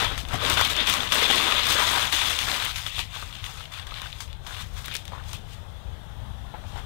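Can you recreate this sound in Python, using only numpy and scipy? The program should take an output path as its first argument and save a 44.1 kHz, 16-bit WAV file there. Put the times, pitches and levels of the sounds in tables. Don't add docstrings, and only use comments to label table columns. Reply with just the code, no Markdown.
import sys
import numpy as np
from scipy import signal
from scipy.io import wavfile
from scipy.ndimage import uniform_filter1d

SR = 44100
rng = np.random.default_rng(int(sys.argv[2]) if len(sys.argv) > 2 else 0)


def pcm_store(signal):
    levels = np.round(np.clip(np.atleast_2d(signal), -1, 1) * 32767)
    wavfile.write(sys.argv[1], SR, levels.astype(np.int16).T)


def makeup_ratio(level_db):
    decades = np.asarray(level_db, float) / 20
    return 10 ** decades


N = 302085

# [low_hz, high_hz]
CREASE_SIZES = [(150, 600), (600, 2000), (2000, 5000), (5000, 18000)]
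CREASES_PER_S = [300, 900, 2500, 3000]
SHARED_PART = [0.75, 1, 0.85, 0.79]
POP_DRIVE = [-5.5, -3.5, 8]


def paper():
    shared = clicks(per_s=900, spread_db=0.3)
    bursts = clumps(rate_hz=66, depth_db=-0.2)
    slips = stick_slip(hold_db=1.0, hold_s=0.04, slip_db=1.5, slip_s=0.033)
    move_columns = [3, 3, 0, 4]
    pop_columns = [None, 2, 0, 3]
    out = np.zeros(N)
    for k, ((lo_hz, hi_hz), per_s) in enumerate(zip(CREASE_SIZES, CREASES_PER_S)):
        ring = sheet_ring(lo_hz, hi_hz)
        own = 0.7 * grains(lo_hz, hi_hz, per_s, cycles=3.5)
        rub = 0.22 * rng.standard_normal(N)
        crackle = SHARED_PART[k] * shared + own + rub
        crackle = crackle * bursts * clumps(rate_hz=30, depth_db=0.9)
        crackle = canvas(crackle, wet_db=-6.5, t60=0.045)
        crackle = shifting(signal.oaconvolve(crackle, ring)[:N], patchy_db=1.6)
        level = hands(move_columns[k])
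        if k == 0:
            level = level * flapping()
        out += level * slips * crackle * makeup_ratio(0.37)
        if k > 0:
            pops = snaps(pop_columns[k], POP_DRIVE[k - 1])
            ring_peak = abs(signal.hilbert(ring)).max()
            out += signal.oaconvolve(pops, ring / ring_peak)[:N]
    return out


# [start_s, hold_s, effort_db, wide_folds_db over effort, crisp_creases_db over effort]
JERKS = [(0.0, 0.047, -25, -4.5, -10.5), (.178, 0.0065, -37, -8.5, -3), (.498, 0.031, -27, -1.5, -5),
         (.571, 0.089, -24.5, -7, -11), (.87, 0.074, -26.5, -7, -5), (1.1215, 0.13, -26.5, -4, -5),
         (2.125, 0.097, -24.5, -7.5, -6.5), (2.389, 0.054, -29, -8.5, -6), (2.758, 0.073, -36, -8, -5.5),
         (2.86, 0.0071, -36, -6, -5), (3.441, .12, -42, -5.5, -5), (3.72, 0.1, -43, -4, -8.5),
         (3.87, 0.13, -47, -1.5, -7.5), (4.203, 0.01, -43, -6, 0), (4.4655, 0.046, -46, -2, -4),
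         (4.844, 0.048, -43, -8, -8), (4.914, 0.034, -38, -16, -21), (5.053, 0.046, -52, -23, -7),
         (5.12, 0.11, -53, 2, -8), (5.331, 0.017, -43.5, -12, -5), (6.54, 0.012, -57.5, 10, -18),
         (6.665, .06, -57, -7, -1), (3.57, 0.077, -45, -5, -5.5), (.31, 0.028, -48, 10, -9)]
SQUEEZES = [(.1, 0.035, -36.5, -3.5, -12.5), (.34, 0.019, -36, -1, -7), (.45, 0.03, -28, -1, -9),
            (.7, 0.02, -28.5, -6, -6.5), (.78, 0.045, -26, -6, -15), (.96, 0.11, -33, -2, -7.5),
            (1.22, 0.033, -24, -9, -14), (1.39, 0.092, -25, -4.5, -8.5), (1.59, 0.061, -25, -6.5, -12.5),
            (1.7, 0.027, -24, -5, -6), (1.79, 0.035, -25, -2, -6.5), (1.87, .03, -26, -5.5, -5.5),
            (1.93, 0.053, -27, -2.5, -7), (2.01, 0.062, -28, -3.5, -6), (1.5, 0.081, -28.5, -1.5, -7),
            (1.3, 0.048, -24, -6.5, -9), (2.26, 0.11, -29, -6, -6), (2.49, 0.082, -30, -3, -5),
            (2.62, 0.083, -32.5, -6, -7), (2.92, 0.028, -41, -13, -10), (2.99, 0.0092, -33.5, -10.5, -8),
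            (3.15, 0.068, -40.5, -5, -6), (3.27, 0.036, -44.5, -5.5, -7.5), (3.35, 0.096, -46, -6.5, -8),
            (4.96, 0.0097, -44.5, -14, -0.5), (4.61, 0.0067, -43, -4, -4.5), (3.97, 0.11, -43, -5, -9),
            (4.3, 0.048, -58, -20, -30), (4.1, 0.091, -48.5, -7, -7.5), (4.54, 0.061, -43, -3.5, -6),
            (4.78, 0.018, -44, -5, -4), (5.29, 0.03, -49, -6.5, -2.5), (5.52, 0.016, -50, -22, -4),
            (6.77, 0.021, -47.5, 0.5, -7.5)]
# [rise_db_per_s, sag_db_per_s while held, fall_db_per_s]
JERK_SPEED = (7000, 36, 225)
SQUEEZE_SPEED = (226, 19.5, 230)


def hands(column):
    return np.sqrt(moves(JERKS, column, JERK_SPEED) + moves(SQUEEZES, column, SQUEEZE_SPEED))


def moves(rows, column, speed):
    rows = np.array(rows)
    rise, sag, fall = speed
    t = np.arange(0, N, 16) / SR
    since = t - rows[:, :1]
    hold_s = abs(rows[:, 1:2])
    early = np.minimum(since, 0)
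    slack_db = -6 + 350 * early
    shape_db = np.maximum(rise * early, slack_db)
    shape_db -= sag * np.clip(since, 0, hold_s)
    shape_db -= fall * np.maximum(since - hold_s, 0)
    peak_db = rows[:, 2] + (rows[:, column] if column else 0)
    power = (makeup_ratio(peak_db[:, None] + shape_db) ** 2).sum(0)
    return np.interp(np.arange(N) / SR, t, power)


# [time_s, flap_db over wide folds]
FLAP = [(0, -8), (.33, -4), (.55, -9), (1.3, -7.5), (2.0, -14), (2.6, -10.5), (2.75, -20), (5, -16),
        (6.85, -18)]


def flapping():
    return makeup_ratio(along(FLAP, 1))


# [time_s, peak_db, fold_db over peak, crisp_db over peak]
SNAPS = [(0.0418, -27, -16, -32), (0.1775, -20, 2, -9), (0.2862, -26, -9, -8), (0.4494, -14, -10, -22),
         (0.4988, -11.5, -8, -3), (0.5701, -19, 3, -29), (0.6489, -8, -19, -13), (0.6998, -18, -12, -10),
         (0.7647, -17, -19, -8), (0.8744, -28, -8, -19), (0.9837, -17, -30, -26), (1.0041, -12, -11, -26),
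         (1.1209, -6, -21, -16.5), (1.1433, -15, -14, -18), (1.1832, -9, -4, -26), (1.2426, -20, -12, -27),
         (1.3019, -12, -16, -14), (1.3568, -10, -8, -13), (1.4257, -30, -4, -22), (1.5105, -11, -18, -19),
         (1.5903, -17, -4, -27), (1.6546, -15, -21, -14), (1.7963, -22, -17, -25), (1.932, -20, -20, -20),
         (2.1246, -5, -23, -21), (2.3885, -9, -30, -13), (2.5147, -10, -7, -19), (2.5426, -19, -23, -12)]
CRACKS = [(0.114, -34, 0, -19), (0.251, -22.5, -3, -28), (0.429, -27, -9, -20), (0.883, -14, -5, -22),
          (0.9381, -18, -22, -2), (1.0322, -13, -7, -23), (1.5217, -5, -17, -27), (1.8372, -28, -10, -9),
          (2.4703, -25, 2, -11), (2.6219, -18, 2, -15), (2.9916, -13, -12, -14), (3.6064, -27, 3, -16),
          (3.7961, -20, -10, -20), (4.8583, -22, -14, -15)]
TICKS = [(2.6917, -28, -19, -22), (2.7586, -26, -33, -6), (2.8643, -18, -11, -17), (2.955, -47, -19, -35),
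         (2.9805, -24, -19, -26), (3.1507, -27, -14, -18), (3.3527, -25, -21, -33), (3.441, -20, -22, -18),
         (3.4628, -21, -10, -17), (3.654, -23, -20, -32), (3.7384, -29, -13, -13),
         (3.7864, -24.5, -18, -22), (3.9097, -26, -8, -27), (3.9408, -22, -19, -20),
         (3.9975, -25, -16, -27), (4.017, -21, -14, -13.5), (4.1278, -23, -19, -32), (4.2039, -25, 1, -12),
         (4.3288, -27.5, -22, -18), (4.4657, -25, -10, -20), (4.8438, -26, -2, -24),
         (4.9139, -20, -18, -24), (4.952, -17.5, -17, -7), (5.053, -30, -21, -9), (5.0788, -25, -11, -13),
         (5.1197, -37, -5, -23), (5.2789, -38, -16, -16), (5.331, -24.5, -28, -6)]
FLECKS = [(0.3132, -30, -4, -16), (0.412, -27, -8, -14), (0.5394, -12, -9, -10), (0.6114, -10, 5, -8),
          (0.8024, -13, -14, -26), (0.861, -17, -14, -17), (0.897, -6, -17, -11), (1.2274, -13, -15, -20),
          (1.6674, -15, -9, -10), (1.7114, -12, -1, -21), (1.7174, -18, -17, -13), (1.8674, -26, -19, -13),
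          (1.932, -18, -13, -23), (1.9944, -17, -8, -11), (2.0516, -18, -8, -17), (2.1354, -18, -20, -19),
          (2.214, -19, -16, -18), (2.297, -16, -15, -13), (2.599, -21, -9, -17), (2.6434, -19, -18, -14),
          (3.2235, -34, -4, -29), (3.3263, -29, -11, -16), (3.3373, -29, -16, -23), (3.4924, -35, -14, -22),
          (3.5732, -36, 0, -21), (3.7189, -44, -11, -15), (3.7658, -29, -12, -23), (3.8686, -40, -12, 2),
          (3.9214, -36, -10, -22), (3.9744, -40, -13, -18), (3.9834, -34, -11, -22),
          (4.0574, -39, -13, -19), (4.2766, -37, -13, -23), (4.7667, -40, -10, -16),
          (4.8813, -23, -10, -12), (4.9204, -26, -18, -25), (4.9244, -30, -9, -17),
          (4.9564, -20, -31, -13.5), (4.9654, -24, -19, -1), (4.9744, -36, -18, -12),
          (5.0231, -35, -19, -17), (5.1327, -36, -3, -27), (5.1794, -43, -3, -15), (5.2376, -34, -11, -16),
          (5.2915, -37.5, 0, -9), (6.5404, -47, 11, -22), (6.5435, -42, 7, -27), (6.6388, -39, 6, -19)]
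POPS = SNAPS + CRACKS + TICKS + FLECKS


def snaps(column, drive_db):
    t = np.arange(2000) / SR
    out = np.zeros(N + len(t))
    for row in POPS:
        pop = 0.12 * rng.standard_normal(len(t)) * makeup_ratio(-60 * t / 0.018)
        pop[0] = 1
        peak_db = row[1] + (row[column] if column else 0)
        at = round((row[0] + 0.00065) * SR)
        out[at:at + len(t)] += pop * makeup_ratio(peak_db + drive_db)
    return out[:N]


def stick_slip(hold_db, hold_s, slip_db, slip_s):
    starts = [round(row[0] * SR) for row in POPS]
    pops = np.bincount(starts, minlength=N)[:N].astype(float)
    after = signal.lfilter([1], [1, -np.exp(-1 / (slip_s * SR))], pops)
    before = signal.lfilter([0, 1], [1, -np.exp(-1 / (hold_s * SR))], pops[::-1])[::-1]
    return makeup_ratio(slip_db * np.minimum(after, 1) - hold_db * np.minimum(before, 1))


# [pitch_hz, level_db per Hz]
PAPER_COLOUR = [(88, -45), (150, -16), (254, -12), (361, -14), (475, -11.5), (837, -4.5), (1040, -1),
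                (2020, -3), (3490, 0), (4760, -9.5), (10400, -21), (12900, -23), (15600, -23.5),
                (16000, -24)]
# [pitch_hz, width_hz, boost_db]
MIC_PORT = (3600, 550, 3.5)


def sheet_ring(lo_hz, hi_hz):
    hz = np.fft.rfftfreq(8192, 1 / SR)
    port_hz, width_hz, boost_db = MIC_PORT
    port_db = boost_db / (1 + (2 * (hz - port_hz) / width_hz) ** 2)
    skirts = 1 / np.sqrt((1 + (lo_hz / (hz + 1)) ** 8) * (1 + (hz / hi_hz) ** 8))
    return causal(makeup_ratio(read(PAPER_COLOUR, hz) + port_db) * skirts)


def grains(lo_hz, hi_hz, per_s, cycles, count=6):
    out = np.zeros(N)
    for hz in np.geomspace(lo_hz, hi_hz, count):
        pole = np.exp((2j * np.pi - 1 / cycles) * hz / SR)
        hits = clicks(per_s / count, spread_db=1.66)
        ring = signal.lfilter([1], [1, -2 * pole.real, abs(pole) ** 2], hits)
        out += np.sqrt(hz) * evened(ring)
    return evened(out) * np.sqrt(2 * (hi_hz - lo_hz) / SR)


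def clicks(per_s, spread_db):
    when, size, sign = rng.random((3, int(per_s * N / SR) + 1))
    size_db = spread_db * np.minimum(-np.log(size + 1e-9), 4.5)
    return evened(np.bincount((when * N).astype(int), np.sign(sign - 0.5) * makeup_ratio(size_db), N))


def clumps(rate_hz, depth_db):
    kicks = clicks(rate_hz, spread_db=2.5) ** 2
    r = np.exp(-rate_hz / SR)
    floor = 0.8 * np.mean(kicks) / (1 - r)
    swell = np.log(signal.lfilter([1], [1, -r], kicks) + floor)
    return makeup_ratio(depth_db * evened(swell - swell.mean()))


def canvas(x, wet_db, t60):
    r = makeup_ratio(-120 / (t60 * SR))
    power = abs(signal.lfilter([1 - r], [1, -r], x ** 2))
    return x + makeup_ratio(wet_db) * np.sqrt(power) * rng.standard_normal(N)


def shifting(x, patchy_db):
    z = signal.stft(x, nperseg=512)[2]
    z = z * makeup_ratio(patchy_db * patches(z.shape, bins=3, frames=5))
    return evened(signal.istft(z, nperseg=512)[1][:N])


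# [time_s, peak_db]
HAIRLINES = [(0.178, -39), (0.4978, -27), (0.597, -29), (0.611, -23), (0.6724, -17), (0.8974, -27),
             (1.144, -8), (1.3518, -23), (1.671, -11), (1.724, -7), (1.8153, -23), (2.124, -9), (2.65, -11),
             (4.858, -17), (4.941, -19), (5.0529, -27)]


def hairlines():
    t = np.arange(1000) / SR
    out = np.zeros(N + len(t))
    treble = signal.butter(4, 7100, "high", fs=SR, output="sos")
    for s, peak_db in HAIRLINES:
        burst = 0.3 * rng.standard_normal(len(t)) * makeup_ratio(-60 * t / 0.019)
        burst[0] = 1
        tick = signal.sosfilt(treble, burst)
        out[round(s * SR):][:len(t)] += makeup_ratio(peak_db - 8.5) * tick / abs(tick).max()
    return out[:N]


# [time_s, peak_db, pitch_hz]
KNOCKS = [(0.113, -26, 1320), (0.175, -32, 1310), (0.34, -25, 745), (0.414, -32, 1140), (0.498, -25, 1070),
          (0.571, -16, 1450), (0.595, -13, 1350), (0.613, -21, 1110), (0.938, -21, 1090), (1.121, -33, 960),
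          (1.301, -20.5, 784), (1.401, -20, 1120), (1.5, -20.5, 1250), (1.662, -37, 1090),
          (1.706, -21, 1660), (1.866, -25, 1180), (1.912, -20, 1200), (1.935, -23, 1020),
          (1.973, -20.5, 1040), (2.481, -22.5, 1480)]
NUDGES = [(2.689, -42, 1380), (2.759, -38, 1500), (2.865, -30, 1170), (2.981, -29, 1170), (2.996, -29, 960),
          (3.131, -39, 1150), (3.163, -30, 1080), (3.226, -29, 1220), (3.493, -41, 1190),
          (3.869, -33, 1660), (3.921, -29, 1290), (4.019, -29, 1600), (4.059, -31, 1560),
          (4.464, -38, 1530), (4.509, -31, 1440), (4.848, -41, 1400), (4.87, -39, 1410), (4.882, -29, 1600),
          (4.912, -31, 1560), (4.952, -26.5, 1620), (5.121, -32, 816), (5.134, -29, 1040),
          (5.15, -36, 1100), (5.163, -36, 1010), (5.21, -39, 1200), (5.18, -35, 1010), (5.198, -36, 1480),
          (5.333, -35, 1140), (6.54, -32, 795), (6.546, -30, 920), (6.64, -41, 800), (6.65, -43, 754),
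          (6.732, -38, 850), (6.759, -33, 850), (6.769, -34, 900), (6.779, -31, 1500), (6.781, -40, 850),
          (6.795, -42, 900)]
THUMPS = [
    (0.13, -35.5, 275),
    (0.235, -38, 260),
    (0.335, -25, 116),
    (0.345, -31.5, 267),
    (1.223, -23, 487),
    (1.299, -25.5, 254),
    (1.754, -25, 530),
    (2.137, -32, 312),
    (4.012, -58, 159),
]


def blows():
    knocks = struck(KNOCKS, cycles=3.1, rattle=0.068)
    nudges = struck(NUDGES, cycles=1.4, rattle=0.06)
    thumps = struck(THUMPS, cycles=2.2, rattle=0.012)
    return knocks + nudges + thumps


def struck(rows, cycles, rattle):
    t = np.arange(2000) / SR
    out = np.zeros(N + 4000)
    for s, peak_db, hz in rows:
        ring = np.sin(2 * np.pi * hz * t) * np.exp(-t * hz / cycles)
        blow = rattle * rng.standard_normal(len(t)) * makeup_ratio(-60 * t / 0.086)
        blow[0] = 1
        sound = signal.oaconvolve(blow, ring)
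        out[round(s * SR):][:len(sound)] += makeup_ratio(peak_db) * sound / abs(sound).max()
    return out[:N]


# [pitch_hz, level_db per Hz]
TENT_AIR = [(12, -34), (24, -18), (33, -12), (45, 1), (86, 0), (120, -6.5), (301, -28.5), (527, -26),
            (825, -23.5), (1500, -30), (2400, -37), (2900, -34), (3400, -28), (4500, -43), (13200, -51),
            (16000, -53)]


def tent_air():
    return makeup_ratio(-38.5) * gain_control() * patchy_noise(TENT_AIR, patchy_db=2.0)


# [pitch_hz, level_db per Hz]
HISS = [(20, 15), (60, 10), (230, 4), (900, 1.5), (3600, .4), (14000, -.6)]


def amplifier_hiss():
    return makeup_ratio(-66.6) * gain_control() * patchy_noise(HISS, patchy_db=0.3)


# [time_s, gain_db]
GAIN = [
    (0, 2.2),
    (1.05, -.6),
    (1.3, -5),
    (1.6, -2.5),
    (2.4, -3),
    (2.9, -6),
    (6.85, .3),
]


def gain_control():
    return makeup_ratio(along(GAIN, 1))


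def patchy_noise(spectrum, patchy_db):
    hz = np.fft.rfftfreq(2048, 1 / SR)
    shape = (len(hz), N // 512 + 5)
    z = rng.standard_normal(shape) + 1j * rng.standard_normal(shape)
    z = z * makeup_ratio(read(spectrum, hz)[:, None] + patchy_db * patches(shape, bins=5, frames=8))
    return evened(signal.istft(z, nperseg=2048, noverlap=1536)[1][:N])


def patches(shape, bins, frames):
    rough = rng.standard_normal(shape)
    return evened(uniform_filter1d(uniform_filter1d(rough, size=bins, axis=0), size=frames, axis=1))


def evened(x):
    return x / np.sqrt(np.mean(x ** 2) + 1e-20)


def read(points, hz):
    f, value = np.transpose(points)
    return np.interp(np.log(hz + 1), np.log(f + 1), value)


def along(rows, column):
    rows = np.array(rows)
    return np.interp(np.arange(N) / SR, rows[:, 0], rows[:, column])


def causal(gain, size=2048):
    log_gain = np.log(np.maximum(np.r_[gain, gain[-2:0:-1]], 1e-5))
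    return np.fft.ifft(np.exp(log_gain - 1j * signal.hilbert(log_gain).imag)).real[:size]


def scene():
    left = 2 * (paper() + hairlines() + blows() + tent_air())
    return np.array([left, np.zeros(N)])


def band_limit(x):
    return signal.sosfilt(signal.butter(12, 16100, fs=SR, output="sos"), x)


def record(dry):
    left = 0.73 * np.tanh(dry[0] / 0.73)
    leak = makeup_ratio(-48) * np.diff(left, prepend=0)
    right = dry[1] + amplifier_hiss() + leak
    top_edge = signal.firwin(401, 15750, window=("kaiser", 8), fs=SR)
    mix = signal.oaconvolve(np.array([left, right]), top_edge[None], "same")
    return band_limit(mix)


dry = scene()
out = record(dry)
pcm_store(out)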